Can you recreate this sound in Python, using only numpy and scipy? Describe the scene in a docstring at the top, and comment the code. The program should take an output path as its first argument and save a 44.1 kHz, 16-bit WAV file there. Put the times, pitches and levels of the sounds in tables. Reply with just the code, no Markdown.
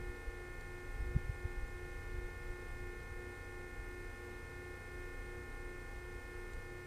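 """Sluice pump across still water

A four-pole induction motor with twelve vanes sings multiples of its shaft rate, and its magnetic hum beats
against them. Far engines drone in narrow noise bands; a breeze rumbles and pops on the microphone as low noise
and single pressure dips. Far land and insects hiss as coloured noise, and the water's edge plinks in faint rising
tones. A fishing reel ticks three times and the treble flickers briefly near 13 kHz, both as short rough tones.
"""
import sys
import numpy as np
from scipy.fft import rfft, irfft, next_fast_len
from scipy.io import wavfile
from scipy.ndimage import map_coordinates

SR = 44100
rng = np.random.default_rng(int(sys.argv[2]) if len(sys.argv) > 2 else 0)


def log_audio(samples):
    """Write samples as a 16-bit WAV file to the path given in sys.argv[1]."""
    # one column per channel
    frames = np.atleast_2d(samples).T
    # limit to full scale, then quantise
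    limited = np.clip(frames, -1, 1)
    pcm = np.round(limited * 32767).astype(np.int16)
    wavfile.write(sys.argv[1], SR, pcm)


N = 302526  # length in samples


def amp(db):
    """Gain of a level in dB."""
    return 10 ** (np.asarray(db) / 20)


def unit(x):
    """Scaled to rms 1."""
    return x / np.sqrt(np.mean(x ** 2) + 1e-20)


def along(points, hz):
    """Values of (Hz, value) points, read on a log frequency axis."""
    point_hz, value = np.transpose(points)
    return np.interp(np.log(hz + 1), np.log(point_hz + 1), value)


def wobble(rate):
    """A smooth random curve with `rate` random knots a second."""
    knots = rng.standard_normal(int(N * rate / SR) + 4)
    return map_coordinates(knots, [np.arange(N) * rate / SR])


def filtered(x, response):
    """x shaped by a response of frequency, with padding so that its end does not wrap round."""
    padded = next_fast_len(N + 8192)
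    hz = np.fft.rfftfreq(padded, 1 / SR)
    return irfft(rfft(x, padded) * response(hz), padded)[..., :N]


def noise_band(centre_hz, width_hz):
    """Noise of rms 1 in a narrow bell-shaped band."""
    bell = lambda hz: np.exp(-((hz - centre_hz) / width_hz) ** 2)
    return unit(filtered(rng.standard_normal(N), bell))


# Stereo width of the noises at the microphone. Each row: frequency in Hz, side signal against mid in dB.
STEREO_WIDTH = [(2300, -47), (2900, -17), (4000, -9.5), (8000, -8.5), (15000, -6.5)]


def noise(spectrum):
    """Stereo coloured noise of rms 1, centred in the bass and wider in the treble."""
    def colour(hz):
        mid_gain = amp(along(spectrum, hz)) * (hz > spectrum[0][0])
        return mid_gain * [np.ones_like(hz), amp(along(STEREO_WIDTH, hz))]

    mid, side = filtered(rng.standard_normal((2, N)), colour)
    return unit(np.array([mid + side, mid - side]))


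SHAFT_HZ, VANES = 29.76132, 12
MAGNET_HZ = 119.9917  # twice the supply frequency
IN_STEP_S = .072  # a moment when magnetic hum and vane tone add up
FAINT_DB, THIRD_DB, SCATTER_DB = -92, 9, 3.5  # other multiples up to the 88th; every third is stronger
HIGH_VANE_DB = -93  # vane tones above those
THROB_DEPTH, THROB_TOP = .6, 18  # low multiples not divisible by three, below the 18th, throb
TURN_LAG_RAD = .3  # each vane tone swells once a turn, every higher one this much later in the turn
WAVER_RAD = 2.3  # 0 = that swell is all loudness, pi = all pitch
# Strong shaft tones heard across the water. Each row: multiple of the shaft rate, rms level in dB before throb.
SHAFT_TONES = [(3, -58.0), (5, -72.1), (8, -78), (9, -71.3), (10, -74.7), (11, -76), (12, -57.6),
               (14, -76.7), (15, -66.6), (16, -67.1), (17, -75), (18, -75.0), (24, -75.3), (27, -68.2),
               (30, -78.2), (33, -78.3), (36, -67.8), (48, -61.9), (49, -74.3), (57, -78.9), (59, -76.3),
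               (60, -58.3), (63, -74.3), (70, -77.5), (71, -73.9), (72, -62.5), (73, -77.0), (74, -82),
               (84, -69.3)]
# Magnetic hum of the motor. Each row: multiple of the magnetic rate, rms level in dB.
MAGNETIC_HUM = [(2, -70.2), (3, -61.3), (4, -77.3), (5, -84), (6, -82)]
# Noisy skirts, as no turn is quite like the last. Each row: frequency in Hz, relative density in dB per Hz.
SKIRT_COLOUR = [(180, -26.5), (260, -2.5), (500, 1.5), (600, -14.5), (820, -2.5), (1000, -17), (1300, -9.5),
                (1800, -20.5), (2500, -26), (2800, -36.5)]


def pump_phases():
    """Start phases, in which the neighbours of each vane tone make it swell and waver as the shaft turns."""
    start = rng.uniform(0, 2 * np.pi, size=200)
    # each vane pulse is smeared into a short glide
    start[::VANES] = -.6 * np.arange(len(start[::VANES])) ** 2
    vane_phase = start[VANES:189:VANES]
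    lag = TURN_LAG_RAD * np.arange(1, 16)
    for side in (-1, 1):
        # once a turn, in loudness and pitch
        start[VANES + side:190:VANES] = vane_phase - side * lag + WAVER_RAD / 2
        # and twice a turn in loudness
        start[VANES + 2 * side:190:VANES] = vane_phase
    return start


def pump():
    """Tones at shaft multiples throb with the slip, beat with magnetic hum and waver a little in moving air."""
    t = np.arange(N) / SR
    shaft = 2 * np.pi * SHAFT_HZ * (t + 2.5e-5 * wobble(.7))
    slip = 2 * np.pi * (MAGNET_HZ - 4 * SHAFT_HZ) * (t - IN_STEP_S)  # four poles pass the field
    start = pump_phases()

    levels = {k: FAINT_DB + THIRD_DB * (k % 3 == 0) + rng.normal(0, SCATTER_DB) for k in range(19, 89)}
    levels |= {k: HIGH_VANE_DB for k in range(96, 181, VANES)}
    levels |= dict(SHAFT_TONES)

    def throb(k):
        """Swell as each pole passes, odd and even multiples in turn."""
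        if k % 3 and k < THROB_TOP:
            return 1 + THROB_DEPTH * (-1) ** k * np.cos(slip)
        return 1

    tones = sum(amp(db) * throb(k) * np.sin(k * shaft + start[k]) for k, db in levels.items())
    tones += sum(amp(db) * np.sin(m * (4 * shaft + slip) + start[4 * m]) for m, db in MAGNETIC_HUM)

    def skirt_response(hz):
        off_hz = (hz + SHAFT_HZ / 2) % SHAFT_HZ - SHAFT_HZ / 2  # distance from the nearest multiple
        return amp(along(SKIRT_COLOUR, hz)) * np.exp(-(off_hz / 7.2) ** 2)

    skirts = unit(filtered(rng.standard_normal(N), skirt_response))
    return np.sqrt(2) * amp(0.35 * wobble(4.6)) * tones + amp(-64.0) * skirts  # sqrt(2): rms to peak


# Swell of the distant engines. Each row: time in seconds, level in dB.
ENGINE_SWELL = [(0.0, -50.5), (0.63, -53), (1.09, -46), (2.41, -50), (2.64, -56.5), (3.74, -53),
                (4.76, -57.5), (5.88, -47.5), (6.86, -58)]
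# Their low drones. Each row: centre in Hz, width in Hz, level in dB relative to the swell.
ENGINE_BANDS = [(30.3, 5.5, -1.5), (44.3, 3.2, -10.5), (57.2, 4.2, -8)]


def drones():
    """Distant engines: narrow noise bands swell and fade together, and a steadier one lies above them."""
    seconds, db = np.transpose(ENGINE_SWELL)
    swell = amp(np.interp(np.arange(N) / SR, seconds, db))
    low = sum(amp(level_db) * noise_band(hz, width_hz) for hz, width_hz, level_db in ENGINE_BANDS)
    return swell * low + amp(-66.5) * noise_band(124.7, 2.1)


# Wind rumble on the microphone. Each row: time in seconds, level in dB.
BREEZE_LEVEL = [(0, -41), (.17, -57), (.45, -60), (.8, -47), (1.1, -44), (1.45, -54.5), (2.05, -48),
                (2.45, -51), (2.8, -45), (3.2, -51), (3.5, -53.5), (4.5, -52.5), (4.85, -57), (5.2, -53),
                (6.0, -57.5), (6.55, -49.5), (6.86, -57)]
# Colour of that rumble. 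Each row: frequency in Hz, relative density in dB per Hz.
RUMBLE_COLOUR = [(6, -29), (15, -3), (30, 0), (60, -3.5), (100, -11.5), (160, -20.5), (230, -42),
                 (400, -67.5)]
# Pressure dips of single eddies on the microphone. Each row: centre in seconds, depth in dB, width in ms,
# lean (no unit; the rebound is mostly before the dip at -1, after it at 1).
EDDY_POPS = [(0.098, -35.5, 8.5, .1), (0.283, -31.5, 10, 0.18), (1.0076, -37, 5.8, .4),
             (1.03, -36, 12, -.3), (1.0676, -37, 6.4, 0.23), (1.1075, -40, 4.4, 0.24),
             (1.153, -33, 4.6, 1.1), (1.1659, -24.3, 3.4, -1.35), (1.2981, -30, 4.7, 0.57),
             (1.3213, -38, 10, .1), (1.455, -28.5, 5.8, .1), (1.583, -33.5, 9.4, .1),
             (1.6366, -31.5, 12.7, 0.4), (2.1498, -37, 6.4, .1), (2.1866, -33.5, 6.8, .1),
             (2.251, -34, 13, .1), (2.5071, -35, 11.8, -0.095), (3.137, -39, 8.6, .1)]


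def breeze():
    """Lumpy low turbulence, the same on both channels, with single eddies as one-swing pops."""
    seconds, db = np.transpose(BREEZE_LEVEL)
    t = np.arange(N) / SR
    lumpy = unit(amp(1.5 * wobble(14)) * noise(RUMBLE_COLOUR)[0])
    wind = amp(np.interp(t, seconds, db)) * lumpy
    for at, depth_db, width_ms, lean in EDDY_POPS:
        u = np.clip((t - at) / (width_ms / 1000), -9, 9)
        swing = 1 - 2 * lean * u - 2.8 * u ** 2  # one dip between two rebounds
        wind -= amp(depth_db) * swing * np.exp(-1.5 * abs(u) ** 1.93)
    return wind


# Broad noise of pump, water and far land. Each row: frequency in Hz, relative density in dB per Hz.
AIR_COLOUR = [(60, -15.5), (150, 0.5), (260, 2), (345, -2), (410, 5), (480, 2.5), (600, -5.5), (900, -5.5),
              (1500, -6.5), (2600, -11.5), (4000, -15.5), (7800, -19), (12000, -23.5), (15500, -26)]
# Insects far off. 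Each row: frequency in Hz, relative density in dB per Hz.
INSECT_COLOUR = [(7600, -36), (8100, -6), (8500, -3), (8850, -0.5), (9100, -5.5), (9400, -24)]


def land():
    """Nearly even broad noise, and a narrow treble band of insects that shimmers quickly."""
    air = amp(-60 + 0.2 * wobble(5)) * noise(AIR_COLOUR)
    shimmer_db = 0.82 * wobble(70) + 0.5 * wobble(1.4)
    return air + amp(-76.5 + shimmer_db) * noise(INSECT_COLOUR)


def droplets(count=60):
    """Tiny plinks from the water's edge: short soft rising tones barely above the hiss."""
    out, t = np.zeros(N + SR), np.arange(SR // 40) / SR
    for when, pitch, size in rng.uniform(size=(count, 3)):
        hz = 3000 * 1.4 ** pitch
        tone = np.sin(2 * np.pi * hz * t * (1 + 4 * t))
        swell = np.sin(np.pi * np.clip(t / .012, 0, 1)) ** 2  # up and down within 12 ms
        out[int(when * N):][:len(t)] += amp(-78 + 10 * size ** 2) * tone * swell
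    return out[:N]


OFF_DB_PER_OCTAVE = 15  # how much less a tone sounds away from the burst's centre
# Faint ticks of the reel (centres up to 7000 Hz), and brief treble flickers near 13 kHz (centres from 12000 Hz).
# Each row: start in seconds, level in dB before onset, centre of the burst's colour in Hz.
TICKS_AND_FLICKERS = [(.481, -56, 14000), (.6096, -44, 4700), (1.6795, -54, 7000), (2.376, -51, 12000),
                      (2.685, -52, 13000), (2.871, -51, 13500), (3.887, -50, 13500), (6.5338, -43, 5300)]
# Tones that make up each burst. Each row: frequency in Hz, time to fall 60 dB in seconds,
# random phase step per sample in radians.
BURST_TONES = [(4200, .010, .42), (7200, .011, .2), (12800, .006, .6)]


def ticks_and_flickers():
    """Each reel tick or treble flicker is three rough dying tones, loudest in those near the burst's centre."""
    out, t = np.zeros(N + SR), np.arange(SR // 20) / SR
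    onset = 1 - np.exp(-t / 0.00069)
    for start_s, level_db, centre_hz in TICKS_AND_FLICKERS:
        burst = np.zeros(len(t))
        for hz, t60, scatter in BURST_TONES:
            tone_db = level_db - OFF_DB_PER_OCTAVE * abs(np.log2(hz / centre_hz)) - 60 * t / t60
            rough_phase = np.cumsum(rng.normal(0, scatter, t.shape))
            burst += amp(tone_db) * np.sin(2 * np.pi * hz * t + rough_phase)
        out[round(start_s * SR):][:len(t)] += burst * onset
    return out[:N]


def scene():
    """All sources together: only the noise of land and insects differs between the channels."""
    return pump() + drones() + breeze() + land() + droplets() + ticks_and_flickers()


def record(dry):
    """The microphone's recorder keeps nothing from its band limit of 15250 Hz upwards."""
    return filtered(dry, lambda hz: hz < 15250)


dry = scene()
out = record(dry)
log_audio(out)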